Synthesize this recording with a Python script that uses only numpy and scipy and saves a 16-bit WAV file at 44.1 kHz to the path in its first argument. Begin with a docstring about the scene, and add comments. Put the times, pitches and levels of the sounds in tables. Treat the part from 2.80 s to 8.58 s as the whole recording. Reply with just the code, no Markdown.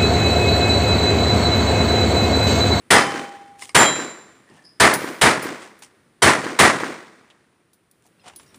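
"""Six revolver shots in an outdoor shooting bay, from a few metres behind the shooter, over quiet outdoor air.
Each is a bright noise crack and short boom, then bay roar, thumps and a clap off banks and wall, then a hill tail.
The first two bullets ring steel plates (wavering sines), which topple and clank as they hit the ground.
Between shots the shoes grind gravel (clumped noise) and small steel parts tick and squeak (narrow noise).
Last, the shooter walks off and starts to reload: knocks of the gun, then clinking cartridges."""
import sys
import numpy as np
from scipy import signal
from scipy.fft import rfft, irfft
from scipy.io import wavfile
from scipy.ndimage import uniform_filter1d

SR = 44100
rng = np.random.default_rng(int(sys.argv[2]) if len(sys.argv) > 2 else 0)


def unload_wav(signal):
    """Save mono or channel-first audio to the path in sys.argv[1] as 16-bit WAV at rate SR, clipped to [-1, 1]."""
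    wavfile.write(
        sys.argv[1],
        SR,
        np.round(np.clip(np.atleast_2d(signal).T, -1, 1) * 32767).astype(np.int16),
    )


N = 254898
TAIL = 65536  # samples in one event
AGE = np.arange(TAIL) / SR  # s since the event began

# Shots; the last two columns depend on the aim:
# (time [s], blast level [dB], crack trim [dB], echo trim [dB], wall clap trim [dB])
SHOTS = [(0.104, -2.6, -0.5, -3.5, -18), (0.946, -2.5, -0.5, -4, -11), (1.9986, -3.34, -1.5, 0, -12.5),
         (2.412, -3.5, -2, -0.5, -24), (3.4196, -3, -1.8, 0, -7.5), (3.788, -1.9, -1.6, -1.5, -3)]
# Spectrum of stones and dirt: (frequency [Hz], level [dB])
GRAVEL_COLOUR = [(30, -44), (150, -10), (400, -7.5), (780, 6), (1400, -1.5), (3000, -0.5), (4200, -6),
                 (9500, -5.5), (11500, -30), (14500, -21)]


def amp(db):
    """Decibels to gain."""
    return 10 ** (np.asarray(db) / 20)


def unit(x):
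    """Scales to rms 1."""
    return x / np.sqrt(np.mean(x ** 2) + 1e-20)


def level(points, t):
    """Gain at times t along a curve of (time [s], level [dB])."""
    return amp(np.interp(t, *np.transpose(points)))


def colour(x, points, tilt_db=0):
    """Filters by a spectrum of (frequency [Hz], level [dB]), tilted in dB per octave."""
    octave = np.log2(np.fft.rfftfreq(len(x), 1 / SR) + 1)
    hz, db = np.transpose(points)
    gain = amp(np.interp(octave, np.log2(hz), db) + tilt_db * octave)
    return irfft(rfft(x) * gain, len(x))


def band(x, low_hz, high_hz, order=2):
    """Causal band-pass."""
    edges_hz = [low_hz, min(high_hz, SR / 2 - 1)]
    return signal.sosfilt(signal.butter(order, edges_hz, "band", fs=SR, output="sos"), x)


def noise(size=TAIL):
    """White noise."""
    return rng.standard_normal(size)


def strike(rise_s, t60_s, hold_s=0):
    """Envelope: linear climb, hold, exponential decay."""
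    decay_age = np.maximum(AGE - rise_s - hold_s, 0)
    return np.minimum(AGE / rise_s, 1) * np.exp(-np.log(1000) * decay_age / t60_s)


def add(mix, s, sound):
    """Mixes a sound in at time s, cut at the end of the mix."""
    part = mix[max(round(s * SR), 0):][:len(sound)]
    part += sound[:len(part)]


def gunfire(crack_db=-10.0, crack_t60_s=0.28, boom_db=-25, near_clump_db=1.56, far_clump_db=1.5,
            slap_db=-5, slap_hz=1500, wall_delay_s=0.2472):
    """Each shot: bright crack, short boom, roar of the bay, separate echoes, wall clap and far tail."""
    # spectra: (frequency [Hz], level [dB])
    crack_colour = [(30, -20.5), (80, -2), (200, -6.5), (1000, 1), (3500, 5), (6500, -3), (9500, 3.5),
                    (11500, -20), (14500, -11)]
    banks_colour = [(18, -60.5), (30, -29.5), (102, -10.5), (304, -2), (485, -1.5), (837, -1), (953, -0.5),
                    (1440, -2), (1920, -0.5), (2920, -14), (9390, -21), (10400, -23), (11600, -56.5),
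                    (12800, -38), (15000, -42)]
    hill_colour = [(18, -67.5), (30, -46.5), (102, -15.5), (129, -8), (320, 2), (404, -0.5), (716, -6),
                   (774, -6.5), (1030, -4.5), (1920, -5), (2770, -15), (9640, -24.5), (11600, -56),
                   (13900, -38.5), (15000, -29)]

    out, banks, hill = np.zeros(N), noise(), noise()  # one terrain for all shots
    echoes = reflectors()
    # the roar builds, stays level for about 70 ms as the recorder's limiter holds it, then dies away
    bay_gain = amp(-8) * strike(0.0047, 0.35, hold_s=0.071)
    # hill and trees answer from near edge to far edge; level follows powers of the delay
    hill_near_s, hill_far_s = 0.22, 0.28
    hill_swell = np.minimum(AGE / hill_near_s, 1) ** 2.3
    hill_fade = np.maximum(AGE / hill_far_s, 1) ** 3.84
    hill_gain = amp(-26) * hill_swell / hill_fade

    for s, blast_db, bright_db, echo_db, aim_db in SHOTS:
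        crack = unit(colour(noise(), crack_colour)) * strike(0.006, crack_t60_s)
        crack *= amp(crack_db + bright_db)
        boom = unit(band(noise(), 70, 150, order=3)) * strike(0.016, 0.028, hold_s=0.055)
        boom *= amp(boom_db)

        # props, trunks and rocks return sound in clumps
        clumps = unit(uniform_filter1d(noise(), size=200))
        near = bay_gain * amp(near_clump_db * clumps) * scatter(banks, banks_colour, same_below_hz=1400)
        far = hill_gain * amp(far_clump_db * clumps) * scatter(hill, hill_colour, same_below_hz=6600)
        roar = band(near + far, 105, 20000)  # the longest waves pass round the obstacles

        add(out, s, crack + amp(blast_db) * (boom + roar + amp(echo_db) * echoes))
        # the facing wall returns a sharp clap after the round trip
        add(out, s + wall_delay_s, amp(slap_db + aim_db) * thump(slap_hz))
    return out


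def scatter(terrain, spectrum, same_below_hz):
    """Long waves take the same paths at every shot; short ones change as the muzzle moves."""
    same = 1 / (1 + (np.fft.rfftfreq(TAIL, 1 / SR) / same_below_hz) ** 2)
    paths = same * rfft(terrain) + np.sqrt(1 - same ** 2) * rfft(noise())
    return unit(colour(irfft(paths), spectrum))


def reflectors(count=8, first_s=0.013, last_s=0.19, prop_db=-13, fall_db_per_s=50, prop_hz=400):
    """Thumps off main berms and walls, and off lesser props at random delays, weaker with distance."""
    # berms and walls: (delay [s], peak level [dB], pitch [Hz], length [cycles])
    berms = [(0.0395, -7, 310, 2.3), (0.0655, -9, 260, 2.3), (0.1072, -9, 370, 2.3),
             (0.2178, -19, 430, 2.3), (0.2418, -14.5, 310, 2.3), (0.2765, -17, 1700, 2.3),
             (0.294, -23, 330, 11)]
    out = np.zeros(TAIL)
    for delay_s, db, hz, cycles in berms:
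        add(out, delay_s, amp(db) * thump(hz, cycles))
    for k, (place, size) in enumerate(rng.random((count, 2))):
        delay_s = first_s + (last_s - first_s) * (k + place) / count
        pitch_hz = prop_hz * 2 ** (2 * size - 1)  # within an octave either way
        add(out, delay_s, amp(prop_db - fall_db_per_s * delay_s) * thump(pitch_hz))
    return out


def thump(hz, cycles=2.33):
    """A blast wave rounded by its bounce: a few swings, soon gone."""
    phase = hz * AGE
    window = np.sin(np.pi * np.minimum(phase / cycles, 1)) ** 2
    return window * np.sin(2 * np.pi * phase)


def spread(db=-24, rise_s=0.012, t60_s=0.13):
    """For a moment after each blast the two channels rasp differently."""
    # left-right difference: (frequency [Hz], level [dB])
    side_colour = [(30, -10.5), (100, -0.5), (400, -1), (1500, 1), (4000, -1.5), (9500, -2), (11500, -17),
                   (14500, -15.5)]
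    out = np.zeros(N)
    for s, *_ in SHOTS:
        add(out, s, amp(db) * unit(colour(noise(), side_colour)) * strike(rise_s, t60_s))
    return out


def targets(clank_db=-3, bounce_s=0.071, bounce_db=-4.5, landed_t60_s=0.6, thud_t60_s=0.24):
    """Each plate rings when hit, topples, lands with one bounce and is silenced by the dirt."""
    # plate modes: (frequency [Hz], level [dB], swell [s], t60 [s])
    big_plate = [(802, -27, 0.04, 1.8), (1043, -28.5, 0.02, 0.71), (1880, -33, 0.017, 0.37),
                 (3075, -28, 0.025, 0.75), (5054, -23.5, 0.018, 0.35)]
    small_plate = [(3234, -23, 0.097, 0.38), (3947, -23.5, 0.1, 0.6), (7290, -12.5, 0.021, 0.68),
                   (9200, -45, 0.02, 0.58), (13760, -34.5, 0.02, 0.28)]
    # one row per plate: (hit time [s], landing time [s], clank trim [dB], thud level [dB])
    falls = [(0.145, 0.821, -29, -52), (0.972, 1.698, -53.5, -45.5)]
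    out = np.zeros(N)
    for modes, (hit_s, landing_s, steel_db, thud_db) in zip((big_plate, small_plate), falls):
        add(out, hit_s, plate(modes) * strike(1 / SR, landed_t60_s, landing_s - hit_s))
        thud = unit(band(noise(), 120, 320)) * strike(0.0074, thud_t60_s)
        add(out, landing_s, amp(thud_db) * thud)
        add(out, landing_s, amp(clank_db + steel_db) * clank())
        add(out, landing_s + bounce_s, amp(clank_db + steel_db + bounce_db) * clank())
    return out


def plate(modes):
    """A struck steel plate; it swings, so each mode swells and wavers."""
    out = np.zeros(TAIL)
    for hz, db, rise_s, t60_s in modes:
        swing = 1 + 0.2 * unit(band(noise(), 6, 22))
        tone = np.sin(2 * np.pi * (hz * AGE + rng.random()))
        out += amp(db) * strike(rise_s, t60_s) * swing * tone
    return out


def clank(t60_s=0.07, click_db=0, click_t60_s=0.021):
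    """A toppled plate hits the ground: a click and a few choked resonances."""
    # resonances: (frequency [Hz], half width [Hz], relative level [dB])
    resonances = [(1100, 120, -3), (2126, 150, 0), (2850, 190, -8.5), (5020, 250, -1.5), (8890, 530, -3)]
    ring = unit(sum(amp(db) * unit(band(noise(), hz - width_hz, hz + width_hz))
                    for hz, width_hz, db in resonances))
    click = amp(click_db) * unit(colour(noise(), GRAVEL_COLOUR)) * strike(0.00091, click_t60_s)
    return ring * strike(0.0013, t60_s) + click


def gravel(slide_grain_db=3.0, step_grain_db=2.3, rise_share=0.21,
           count=5, pebble_db=2, pebble_t60_s=0.013, pebble_share=0.45):
    """A slide swells, fades and flicks a few pebbles; a shoe set down crunches at once."""
    # slides: (time [s], level [dB], length [s], treble tilt [dB per octave])
    scuffs = [(0.779, -40, 0.26, 4.5), (1.678, -53.5, 0.43, -2), (2.779, -41, 0.23, -1.5),
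              (5.22, -62.5, 0.16, 5), (5.429, -44, 0.24, -2.5), (5.576, -60.5, 0.27, 2)]
    # shoes set down: (time [s], level [dB], t60 [s], treble tilt [dB per octave])
    steps = [(3.021, -38, 0.13, 3.5), (4.5, -50, 0.069, -1), (5.48, -37, 0.035, 1.5),
             (5.596, -44.5, 0.068, -1), (5.743, -45, 0.052, 1)]
    out = np.zeros(N)
    for s, db, length_s, tilt_db in scuffs:
        pebbles = np.zeros(TAIL)
        for k, place in enumerate(rng.random(count)):
            pebble_s = pebble_share * length_s * (k + place) / count
            add(pebbles, pebble_s, amp(pebble_db) * strike(0.0005, pebble_t60_s))
        slide = strike(rise_share * length_s, length_s)  # the length is the fade's t60
        add(out, s, amp(db) * crunch(tilt_db, slide_grain_db) * np.hypot(slide, pebbles))
    for s, db, t60_s, tilt_db in steps:
        add(out, s, amp(db) * crunch(tilt_db, step_grain_db) * strike(0.002, t60_s))
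    return out


def crunch(tilt_db, grain_db):
    """Stones grinding in small clumps: noise with a fast random level."""
    grains = noise() * amp(grain_db * unit(uniform_filter1d(noise(), size=70)))
    return unit(colour(grains, GRAVEL_COLOUR, tilt_db))


def ticks(ring_hz=10350, ring_t60_s=0.16, bay_db=-23, bay_t60_s=1.0):
    """Small steel parts click, ring thinly and leave a faint tail in the bay."""
    # ticks: (time [s], level [dB], t60 [s], ring level relative to click [dB])
    clicks = [(2.137, -13.5, 0.059, -12), (2.624, -30.5, 0.15, -22), (2.989, -49.5, 0.07, -16),
              (4.932, -51, 0.067, -19), (5.112, -46, 0.022, -23), (5.264, -52, 0.036, -23),
              (5.56, -36.5, 0.055, -3), (5.757, -48, 0.05, -13.5)]
    # click spectrum: (frequency [Hz], level [dB])
    click_colour = [(100, -35), (1500, -19), (4000, 3), (7500, 0), (10000, 10), (12000, -12), (14000, 7.5)]
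    out = np.zeros(N)
    for s, db, t60_s, ring_db in clicks:
        envelope = strike(0.001, t60_s) + amp(bay_db) * strike(0.01, bay_t60_s)
        click = unit(colour(noise(), click_colour)) * envelope
        ring = unit(band(noise(), ring_hz - 90, ring_hz + 90)) * strike(0.00061, ring_t60_s)
        add(out, s, amp(db) * (click + amp(ring_db) * ring))
    return out


def handling(count=14, from_s=5.2, to_s=5.76, clink_db=-56, spread_db=8,
             low_hz=2500, high_hz=8000, clink_t60_s=0.065, width_share=0.14):
    """The gun knocks hollowly as it is opened; cartridges clink at random as the reload begins."""
    # knocks: (time [s], level [dB], pitch [Hz])
    knocks = [(4.5, -51.5, 3250), (5.25, -55, 790)]
    out = np.zeros(N)
    for s, db, hz in knocks:
        body = unit(band(noise(), hz * (1 - width_share), hz * (1 + width_share)))
        add(out, s, amp(db) * body * strike(0.004, 0.077))
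    for when, softness, *pitches in rng.random((count, 5)):
        pitches_hz = [low_hz * (high_hz / low_hz) ** p for p in pitches]
        ring = unit(sum(np.sin(2 * np.pi * hz * AGE) for hz in pitches_hz))
        s = from_s + (to_s - from_s) * np.sqrt(when)  # denser towards the end
        add(out, s, amp(clink_db - spread_db * softness) * ring * strike(1 / SR, clink_t60_s))
    return out


def squeaks(width_share=0.03, rise_s=0.01537, t60_s=0.38):
    """Thin squeaks of moving steel: narrow noise, heard as unsteady tones."""
    # squeaks: (time [s], pitch [Hz], level [dB])
    tones = [(1.665, 1856, -54), (1.768, 1782, -52.5), (1.838, 5040, -47), (1.838, 10180, -63.5),
             (5.664, 5500, -63)]
    out = np.zeros(N)
    for s, hz, db in tones:
        tone = unit(band(noise(), hz * (1 - width_share), hz * (1 + width_share)))
        add(out, s, amp(db) * tone * strike(rise_s, t60_s))
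    return out


def air():
    """Quiet outdoor background: coloured noise at a slowly moving level."""
    # level curve: (time [s], level [dB])
    air_level = [(0, -57.5), (3.3, -61), (5.1, -65), (5.78, -54.5)]
    # spectrum: (frequency [Hz], level [dB])
    air_colour = [(25, -5.5), (55, -5.5), (120, 4.5), (350, 3.5), (700, -7), (1800, -8), (3300, -15),
                  (7000, -23), (9800, -14), (11500, -37.5), (14500, -24.5)]
    return level(air_level, np.arange(N) / SR) * unit(colour(noise(N), air_colour))


def scene():
    """All sources lie straight ahead; only the blasts have a little width."""
    mid = gunfire() + targets() + gravel() + ticks() + handling() + squeaks() + air()
    side = spread()
    return np.array([mid + side, mid - side])


def record(dry, low_cut_hz=50, ceiling=0.9, edge_hz=14900):
    """The recorder cuts deep bass, rounds off overloaded blast peaks, then limits the band."""
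    x = signal.sosfilt(signal.butter(3, low_cut_hz, "high", fs=SR, output="sos"), dry)
    squashed = x / (1 + (x / ceiling) ** 6) ** (1 / 6)
    lowpass = signal.firwin(401, edge_hz, window=("kaiser", 8), fs=SR)
    return signal.oaconvolve(squashed, lowpass[None], "same")


dry = scene()
out = record(dry)
unload_wav(out)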